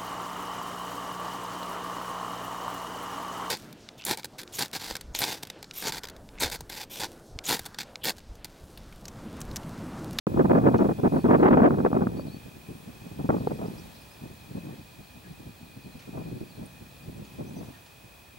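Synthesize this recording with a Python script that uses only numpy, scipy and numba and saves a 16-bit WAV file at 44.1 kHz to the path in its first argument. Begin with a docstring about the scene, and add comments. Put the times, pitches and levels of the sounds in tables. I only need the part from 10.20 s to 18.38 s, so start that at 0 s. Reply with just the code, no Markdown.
"""Wind buffets a camcorder beside an outdoor riding arena: one strong gust, then light puffs.
Eddies sweep over the two microphone ports, louder and higher the faster they pass.
Behind them: hiss, the camcorder's whine, light metal clinks, faint birds in the trees,
an insect and soft scuffs in the sand. The camcorder turns its gain down on loud treble peaks."""
import sys
import numpy as np
from scipy import signal
from scipy.fft import rfft, irfft, next_fast_len
from scipy.io import wavfile
from scipy.ndimage import uniform_filter1d, map_coordinates
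from numba import njit

SR = 44100
rng = np.random.default_rng(int(sys.argv[2]) if len(sys.argv) > 2 else 0)


def persist_wave(psi):
    """Save psi, clipped to +-1, as 16-bit WAV."""
    counts = np.round(np.clip(psi, -1, 1) * 32767).astype(np.int16)
    wavfile.write(sys.argv[1], SR, np.atleast_2d(counts).T)


N = 360738
T = np.arange(N) / SR

# Wind between buffets. Each row: time in seconds, large-eddy level in dB.
BASE_WIND = [(.07, -35.5), (.25, -27.5), (.62, -28.5), (.76, -38.5), (.9, -31), (1.01, -36), (1.12, -25),
             (1.3, -21), (1.5, -24.5), (1.6, -29.5), (1.9, -34.5), (2.1, -39), (2.22, -52), (2.9, -52),
             (3.14, -37.5), (3.5, -44.5), (3.75, -58), (4.2, -53.5), (4.48, -44.5), (4.7, -58), (5.8, -57),
             (6.02, -44), (6.7, -58), (6.92, -47.5), (7.08, -51.5), (7.2, -43.5), (7.45, -45.5),
             (7.65, -65.5)]
# Rushes of air. Each row: start in seconds, length in seconds, level in dB, extra small eddies in dB.
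BUFFETS = [(0.058, 0.015, -19.5, -2.5), (0.127, 0.036, -30, -2), (0.17, 0.017, -21, -1),
           (0.19, 0.025, -17.5, 1.5), (0.243, 0.015, -20.5, -1), (0.294, 0.024, -18, 2),
           (0.324, 0.066, -20, 1), (0.433, 0.021, -23.5, -3.5), (0.45, 0.04, -17, 1),
           (0.541, 0.017, -17, 0), (0.585, 0.046, -21.5, 1), (0.64, 0.031, -22.5, 1.5),
           (0.681, 0.037, -24, 0.5), (0.785, 0.012, -25.5, -2.5), (0.829, 0.045, -19.5, 0),
           (0.912, 0.074, -23, -0.5), (1.04, 0.028, -17.5, -3), (1.076, 0.086, -18.5, 3),
           (1.193, 0.036, -19.5, -0.5), (1.223, 0.043, -19, 6), (1.264, 0.023, -18, 7.5),
           (1.299, 0.051, -13.5, -1.5), (1.37, 0.034, -16, .5), (1.425, 0.053, -15.5, 2),
           (1.514, 0.031, -23, -1), (1.58, 0.021, -24.5, 2), (1.633, 0.013, -22, -3),
           (1.659, 0.011, -17, 3), (1.743, 0.044, -23.5, 2.5), (1.806, 0.029, -27, 2.5),
           (1.924, 0.073, -35, -1), (2.041, 0.045, -38.5, -2), (2.138, 0.023, -41, 0),
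           (2.252, 0.023, -42.5, -0.5), (2.349, 0.021, -47, -1.5), (2.484, 0.027, -37.5, -3),
           (2.545, 0.012, -44.5, -0.5), (2.659, 0.038, -41, -3), (2.744, 0.013, -50.5, -1.5),
           (2.81, 0.02, -44, -1), (2.853, 0.015, -39, 3), (2.905, .012, -39, -2), (2.976, 0.04, -33, -1.5),
           (3.039, 0.021, -28, -6), (3.092, 0.013, -21, 4.5), (3.107, 0.065, -28, 1.5),
           (3.204, 0.02, -32.5, -3.5), (3.244, 0.012, -33, -4), (3.305, 0.013, -30, 4.5),
           (3.327, 0.016, -34, -9.5), (3.377, 0.082, -34.5, 6), (3.471, 0.03, -35, -1),
           (4.007, 0.055, -40.5, 0), (4.098, 0.018, -43, -3.5), (4.296, 0.019, -38.5, -6),
           (4.343, 0.039, -33, -4), (4.414, 0.12, -40.5, 1.5), (4.57, 0.033, -44, -1.5),
           (4.784, 0.018, -43.5, -2.5), (4.947, 0.027, -47, -2.5), (5.057, .02, -46, -3),
           (5.092, 0.021, -40, -8.5), (5.181, 0.036, -44.5, -8.5), (5.243, 0.053, -43.5, -3.5),
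           (5.404, 0.032, -47, -3.5), (5.559, .018, -44, -6), (5.641, 0.04, -43, -4),
           (5.744, 0.027, -41.5, -9), (5.871, 0.021, -41, 0.5), (5.922, 0.092, -36, 2.5),
           (6.054, 0.027, -37.5, -2), (6.095, 0.076, -37, -6.5), (6.204, 0.023, -33.5, -7.5),
           (6.357, 0.094, -40, 0), (6.604, 0.021, -44.5, -4.5), (6.868, 0.024, -37.5, -6.5),
           (6.943, 0.085, -42.5, -2), (7.178, 0.045, -35.5, 1.5), (7.331, 0.1, -40.5, 2),
           (7.461, 0.042, -44.5, 2), (7.83, 0.022, -51, -4.5), (8.128, 0.02, -55, -1)]
# Eddy pressure at unit speed. Each row: frequency in Hz, spectral density in dB.
EDDY_SPECTRUM = [(20, -45), (50, -23), (100, -8.5), (170, 0.5), (250, 3.5), (400, -0.5), (600, -7.5),
                 (1000, -15.5), (1500, -23.5), (2200, -36), (3200, -50), (6000, -99)]
# Which port takes more wind. Each row: time in seconds, left minus right in dB.
PORT_EXPOSURE = [(0, 6), (1.8, 10), (2.6, -9), (3.2, -9), (4.5, -10), (6, -1), (8.2, 3)]
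# Stereo circuit response. Each row: frequency in Hz, side minus mid in dB.
WIDENING = [(25, 3), (60, -4.5), (130, -9), (240, -5), (400, -.5), (700, 3.5), (1300, 4.5), (2400, 1.5),
            (5000, -2)]
# Background hiss. Each row: frequency in Hz, relative spectral density in dB.
HISS_SPECTRUM = [(20, -20), (60, 18.5), (120, 13.5), (220, 6.5), (400, 4.5), (850, 4.5), (1450, -3.5),
                 (1750, -0.5), (2100, -4.5), (3000, -4.5), (3300, -0.5), (3700, -3.5), (4300, -4),
                 (5000, -6.5), (6500, -9), (11000, -9), (16000, -11)]
# Hiss width. Each row: frequency in Hz, side minus mid in dB.
HISS_WIDTH = [(60, -34), (200, -3), (600, -3.5), (1300, 0.5), (2400, -2.5), (4400, -4), (8000, -3.5),
              (10500, -15), (14000, -40)]
# Breeze in the trees. Each row: time in seconds, hiss gain in dB.
BREEZE = [(0, 0.5), (1, 1.6), (2.3, 0.3), (3, 1), (3.6, 2.3), (4.1, 0.5), (5.2, -0.5), (7, 0.1), (7.5, 0.6),
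          (8.2, -1.5)]
# Camcorder tones. Each row: frequency in Hz, level in dB, pulse sharpness, waver in dB.
WHINE_TONES = [(2457.6, -68.7, .35, 2.5), (2517.6, -71.7, .5, 2.5), (10010, -75.7, 1.5, .5),
               (15554.5, -80, 5, .3), (15734.3, -66.5, .1, .3)]
# Lone eddies. Each row: start in seconds, peak in dB, pitch in Hz.
SLAPS = [(0.486, -18, 298), (0.62, -11, 297), (1.371, -5.5, 249.2), (1.419, 0, 240.2), (1.506, -11.5, 220),
         (1.584, -20.5, 549.5), (1.602, -15, 291.5), (1.649, -9.5, 420.2), (1.715, -22, 501),
         (1.729, -12, 232.7), (1.744, -25, 640), (1.808, -19.5, 440), (1.82, -16, 217.4),
         (1.837, -22, 339.5), (1.869, -14, 228.9), (1.995, -29, 548), (3.09, -15, 281), (3.272, -16.5, 446)]
# Metal contacts, as of tack. Each row: start in seconds, peak in dB.
CLINKS = [(0.581, -42), (5.793, -45), (7.05, -49), (7.663, -44)]
# Metal modes. Each row: frequency in Hz, relative level in dB, T60 in seconds.
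CLINK_MODES = [(2960, 7, 0.033), (4310, 4, 0.057), (5400, -9, 0.018), (5470, -7, .02), (6800, -20, .01)]
# Bird whistles. Each row: start in seconds, length in seconds, pitch in Hz, level in dB.
WHISTLES = [(0.778, 0.041, 3450, -62.5), (0.958, 0.087, 4410, -62), (1.96, 0.064, 4573, -56.5),
            (2.092, 0.085, 4410, -58), (3.896, 0.063, 5130, -64), (7.262, 0.0456, 6104, -63),
            (7.357, 0.047, 6084, -60), (7.436, 0.031, 6120, -67)]
# Insect buzzes. Each row: start in seconds, length in seconds, level in dB.
BUZZES = [(0.88, 0.2, -64.5), (2.37, 0.35, -68), (3.856, 0.12, -70)]
# Twitters that stand out. Each row: start in seconds, pitch in Hz, level in dB.
TWITTERS = [(1.173, 4266, -59), (2.06, 4153, -57), (3.175, 4566, -64), (3.199, 4052, -61.5),
            (3.222, 3875, -65.5), (3.599, 4300, -64), (3.64, 4140, -64), (3.742, 3936, -62),
            (3.795, 4875, -64), (4.179, 4320, -66), (4.359, 4072, -65), (4.866, 4180, -65),
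            (5.27, 4570, -69), (5.455, 4040, -65), (5.625, 4576, -63), (5.707, 4170, -61),
            (6.293, 4395, -59), (6.34, 4260, -60), (7.37, 4630, -61)]
# Quick rising chips. Each row: start in seconds, pitch in Hz, level in dB.
CHIPS = [(3.258, 4290, -59), (3.355, 5100, -63), (3.453, 5150, -59), (3.575, 5370, -55), (3.741, 5300, -62),
         (3.83, 5300, -65)]
# Thin falling bird ticks. Each row: start in seconds, pitch in Hz, level in dB.
TICKS = [(3.813, 9298, -61), (6.456, 9190, -52), (6.972, 7900, -63), (7.047, 7070, -61)]
# Far arched bird calls. Each row: start in seconds, level in dB.
FAR_CALLS = [(4.5, -61), (5.035, -58), (6.531, -65), (7.521, -60), (8.049, -64.5)]
# Scuffs in the sand. Each row: start in seconds, level in dB.
SCUFFS = [(4.43, -65), (4.53, -65), (5.04, -66), (5.79, -54), (7.03, -57), (7.51, -63), (7.65, -62)]

# Bird voices. Each: contour as pitch ratios evenly spaced in time, hoarseness as a share of pitch.
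WHISTLE_VOICE = (.92, .99, 1, 1.005, 1, 1.005), .013
TWITTER_VOICE = (1.04, 1, .95), .04
CHIP_VOICE = (.82, 1, 1.11), .01
TICK_VOICE = (1.2, .95, .91), .025
FAR_VOICE = (.94, .99, .93), .075


def undb(db):
    """Decibels to gain."""
    return 10 ** (np.asarray(db) / 20)


def unit(x):
    """Scale to rms 1."""
    return x / np.sqrt(np.mean(x ** 2))


def curve(points):
    """Join (seconds, value) points over the whole scene."""
    return np.interp(T, *np.transpose(points))


def colour(x, points, lag_rad=0):
    """Filter by (Hz, dB) points on a log-frequency axis, with optional phase lag."""
    size = next_fast_len(x.shape[-1])
    hz, db = np.transpose(points)
    bins_hz = np.maximum(np.fft.rfftfreq(size, 1 / SR), 1)
    response = undb(np.interp(np.log(bins_hz), np.log(hz), db)) * np.exp(-1j * lag_rad)
    return irfft(rfft(x, size) * response, size)[..., :x.shape[-1]]


def cut(x, hz, kind, order=2):
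    """Butterworth filter."""
    return signal.sosfilt(signal.butter(order, hz, kind, fs=SR, output="sos"), x)


def smooth(x, seconds):
    """Triangular moving average."""
    size = max(int(seconds * SR), 1)
    return uniform_filter1d(uniform_filter1d(x, size), size)


def walk(rate_hz):
    """Random wander, rms 1, about rate_hz turns a second."""
    path = np.interp(T * rate_hz, np.arange(8192), rng.standard_normal(8192))
    return unit(smooth(path, .5 / rate_hz))


def add(track, start_s, sound):
    """Mix a sound into a track."""
    i = max(int(start_s * SR), 0)
    track[i:i + len(sound)] += sound[:N - i]


def stereo(mid, side):
    """Mid and side to left and right."""
    return np.array([mid + side, mid - side])


def sputter(wind_db, rate_hz=125, spread_db=2.1, steadying=.42):
    """Large- and small-eddy gains: flow sputters as eddies break away, less in sustained hard wind."""
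    quick = walk(rate_hz)
    flicker_db = spread_db * np.minimum(unit(quick - smooth(quick, seconds=.018)), 2)
    flicker_db *= 1 - steadying * np.interp(wind_db, (-34, -26), (0, 1))
    return unit(undb(flicker_db * 2 / 3)), unit(undb(flicker_db * 4 / 3))  # small swing twice as far


def flow(unrest_db=2.04, full_db=-18, brightening=.33, slowing_per_db=.03373):
    """Large- and small-eddy strength: restless wind plus buffets. Harder air sheds more small eddies."""
    def small_share(db):
        return undb(-5 + brightening * (db - full_db))

    wind_db = curve(BASE_WIND) + unrest_db * walk(13)
    large_power = undb(wind_db) ** 2
    small_power = (undb(wind_db - 2) * small_share(wind_db)) ** 2
    for start_s, length_s, db, extra_db in BUFFETS:
        slowness = np.exp(slowing_per_db * (full_db - db))  # weak buffets swell and fade more slowly
        attack_s, release_s = slowness * .17 * length_s, slowness * .007
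        t = np.arange(int((length_s + 10 * release_s) * SR)) / SR
        shape = np.minimum(t / attack_s, 1) * np.exp(-np.maximum(t - length_s, 0) / release_s)
        small = undb(db + extra_db) * small_share(db) * shape ** (1 + brightening)
        add(large_power, start_s, (undb(db) * shape) ** 2)
        add(small_power, start_s, small ** 2)
    large_gain, small_gain = sputter(wind_db)
    return np.sqrt(large_power) * large_gain, np.sqrt(small_power) * small_gain


def eddies(travel_samples, split_hz=400, lumpy_db=5, crackle_db=3):
    """Frozen turbulence carried past one port; large and small eddies come in clumps."""
    pattern = colour(rng.standard_normal(2 * N), EDDY_SPECTRUM)
    pressure = map_coordinates(pattern, [travel_samples], order=3, mode="wrap")
    clumps = walk(130)
    crackle = (clumps + walk(220)) / np.sqrt(2)
    large = cut(pressure, split_hz, "low", order=3) * undb(lumpy_db * clumps)
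    small = cut(pressure, split_hz, "high", order=3) * undb(crackle_db * crackle)
    return large, small


def wind(reference_db=-24, headroom_db=-10):
    """Each port meets its own eddies; faster air makes them louder and higher."""
    large, small = flow()
    speed = .55 + .37 * (small / undb(reference_db)) ** .44
    travel_samples = np.cumsum(speed)
    lean = undb(curve(PORT_EXPOSURE) / 2)
    ports = slaps()
    for strength, left, right in zip((large, small), eddies(travel_samples), eddies(travel_samples)):
        pair = np.array([left * lean, right / lean])
        pair_rms = np.sqrt(smooth(np.sum(pair ** 2, axis=0), seconds=.014) + 1e-12)
        ports += pair * strength / pair_rms  # flow sets the energy the ports share
    left, right = undb(headroom_db) * np.tanh(ports / undb(headroom_db))  # capsule overload
    side = colour(left - right, WIDENING, lag_rad=np.pi / 2)  # stereo circuit
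    return stereo(left + right, side) + grille(small)


def grille(small, level_db=-52, reference_db=-14, band_hz=(2400, 5000)):
    """At top speed the air tears at the microphone grille: a bright rasp."""
    rasp = unit(cut(rng.standard_normal((2, N)), band_hz, "band"))
    drive = np.minimum(small / undb(reference_db), 1.3)
    return rasp * undb(level_db) * drive ** 4.5


def hiss(level_db=-53.5, sway_db=.26):
    """Far trees and microphone hiss, swelling with the breeze."""
    mid = unit(colour(rng.standard_normal(N), HISS_SPECTRUM))
    side = unit(colour(rng.standard_normal(N), HISS_SPECTRUM))
    gain = undb(level_db + curve(BREEZE) - sway_db * walk(6.3))
    return stereo(mid, colour(side, HISS_WIDTH)) * gain


def whine(field_hz=59.94, whirr_db=-63.5, whirr_hz=2490, width_hz=190, waver_rad_per_db=-.33):
    """Thin camcorder tones pulsing at the field rate, over a narrow whirr."""
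    throb = np.cos(2 * np.pi * field_hz * T)
    tones = np.zeros(N)
    for hz, db, sharpness, waver_db in WHINE_TONES:
        tone = np.sin(2 * np.pi * hz * T + waver_rad_per_db * waver_db * walk(27))
        tones += undb(db + waver_db * walk(25)) * unit(np.exp(sharpness * throb) * tone)
    band_hz = [whirr_hz - width_hz / 2, whirr_hz + width_hz / 2]
    mid, side = cut(rng.standard_normal((2, N)), band_hz, "band")
    return tones + undb(whirr_db) * stereo(unit(mid), .3 * unit(side))


def slaps(ring_s=.0035, crack_s=.0027, crack_db=-11, low_hz=110, high_hz=1300, far_port_db=-14):
    """A lone eddy bursts on one port: a thump of a cycle or two and a short, dull crack."""
    out, t = np.zeros((2, N)), T[:SR // 20]
    for start_s, db, hz in SLAPS:
        thump = np.sin(2 * np.pi * hz * t) * np.exp(-t / ring_s)
        noise = unit(cut(rng.standard_normal(len(t)), [400, high_hz], "band", order=3))
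        crack = undb(crack_db) * noise * np.exp(-t / crack_s)
        slap = cut(cut(thump + crack, low_hz, "high"), high_hz, "low", order=4)
        slap = undb(db) * slap / np.abs(slap).max()
        port = rng.integers(2)
        add(out[port], start_s, slap)
        add(out[1 - port], start_s, undb(far_port_db) * slap)
    return out


def clinks(click_s=.015, click_band_hz=(3000, 7000)):
    """Small metal pieces touch with a dry click and ring briefly."""
    out, t = np.zeros(N), T[:SR // 10]
    for start_s, db in CLINKS:
        ring = sum(undb(mode_db - 60 * t / t60_s) * np.sin(2 * np.pi * hz * t)
                   for hz, mode_db, t60_s in CLINK_MODES)
        click = cut(rng.standard_normal(len(t)), click_band_hz, "band") * np.exp(-t / click_s)
        clink = unit(ring) + unit(click)
        add(out, start_s, undb(db) * clink / np.abs(clink).max())
    return out


def sing(notes):
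    """Bird notes: sines bent through a contour, made hoarse by fast pitch flutter."""
    out, flutter = np.zeros(N), walk(400)
    for start_s, length_s, pitch_hz, db, (contour, hoarseness) in notes:
        progress = np.linspace(0, 1, int(length_s * SR))
        hz = pitch_hz * np.interp(progress, np.linspace(0, 1, len(contour)), contour)
        hz *= 1 + hoarseness * np.interp(start_s + progress * length_s, T, flutter)
        arch = np.sqrt(8 * progress * (1 - progress))
        add(out, start_s, undb(db) * arch * np.sin(2 * np.pi * np.cumsum(hz) / SR))
    return out


def whistles():
    """Nearest birds: clear notes that scoop up and hold."""
    return sing([(start_s, length_s, hz, db, WHISTLE_VOICE) for start_s, length_s, hz, db in WHISTLES])


def treeline(x, echo_db=-1, t60_s=.075):
    """Distant sounds arrive with a diffuse echo from the trees."""
    tail = rng.standard_normal((2, SR)) * undb(-60 * T[:SR] / t60_s)
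    tail /= np.sqrt(np.sum(tail ** 2, axis=1, keepdims=True))
    echo = signal.fftconvolve(x[None], tail, axes=1)[:, :N]
    return (x + undb(echo_db) * echo) / np.hypot(1, undb(echo_db))


def insect(centre_hz=9400, width_hz=900):
    """Short, high, dry buzzes barely above the hiss."""
    band_hz = [centre_hz - width_hz / 2, centre_hz + width_hz / 2]
    rasp = unit(cut(rng.standard_normal(N), band_hz, "band", order=1))
    envelope = np.zeros(N)
    for start_s, length_s, db in BUZZES:
        add(envelope, start_s, undb(db) * signal.windows.tukey(int(length_s * SR), .8))
    return envelope * rasp


def birds(twitter_s=.042, chip_s=.028, tick_s=.0102, far_s=.055, far_hz=1826):
    """Twitters, chips, ticks and hoarse far calls."""
    return sing([(start_s, twitter_s, hz, db, TWITTER_VOICE) for start_s, hz, db in TWITTERS]
                + [(start_s, chip_s, hz, db, CHIP_VOICE) for start_s, hz, db in CHIPS]
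                + [(start_s, tick_s, hz, db, TICK_VOICE) for start_s, hz, db in TICKS]
                + [(start_s, far_s, far_hz, db, FAR_VOICE) for start_s, db in FAR_CALLS])


def flock(count=160, span_s=(3.1, 6.9), pitch_hz=4280, spread_hz=280, note_s=2 * .042, db=-72.5):
    """Small birds deep in the trees blur into a soft twitter."""
    return sing([(rng.uniform(*span_s), note_s, pitch_hz + spread_hz * rng.uniform(-1, 1),
                  db, TWITTER_VOICE) for _ in range(count)])


def scuffs(band_hz=(1000, 4500), attack_s=.015, decay_s=.081, grain_db=3):
    """Soft gritty scuffs, as of hooves in sand."""
    grit = cut(rng.standard_normal(N), band_hz, "band") * undb(grain_db * walk(300))
    push, t = np.zeros(N), T[:SR // 2]
    for start_s, db in SCUFFS:
        add(push, start_s, undb(db) * np.minimum(t / attack_s, 1) * np.exp(-t / decay_s))
    return push * unit(grit)


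def scene():
    """Wind close up, all else faint behind it."""
    direct = wind() + hiss() + whine() + clinks()
    near_birds = treeline(whistles(), echo_db=-5)
    distant = treeline(birds() + flock() + insect() + scuffs())
    return direct + near_birds + distant


@njit
def follow(x, attack_s, release_s):
    """Peak follower."""
    rise, fall = 1 / (attack_s * SR), 1 / (release_s * SR)
    out, level = np.empty(len(x)), 0.
    for i in range(len(x)):
        level += (x[i] - level) * (rise if x[i] > level else fall)
        out[i] = level
    return out


def record(dry, start_s=.0685, threshold_db=-21.5, sense_hz=1500, top_hz=15850):
    """The sound begins abruptly. Camcorder: gain turned down on loud treble peaks, steep low-pass."""
    sound = dry * (T >= start_s)
    treble = np.abs(cut(sound, sense_hz, "high")).max(axis=0)
    peak = follow(treble, attack_s=.0025, release_s=1.42)
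    sound /= np.maximum(peak / undb(threshold_db), 1)
    return signal.sosfilt(signal.ellip(12, .2, 70, top_hz, fs=SR, output="sos"), sound)


dry = scene()
out = record(dry)
persist_wave(out)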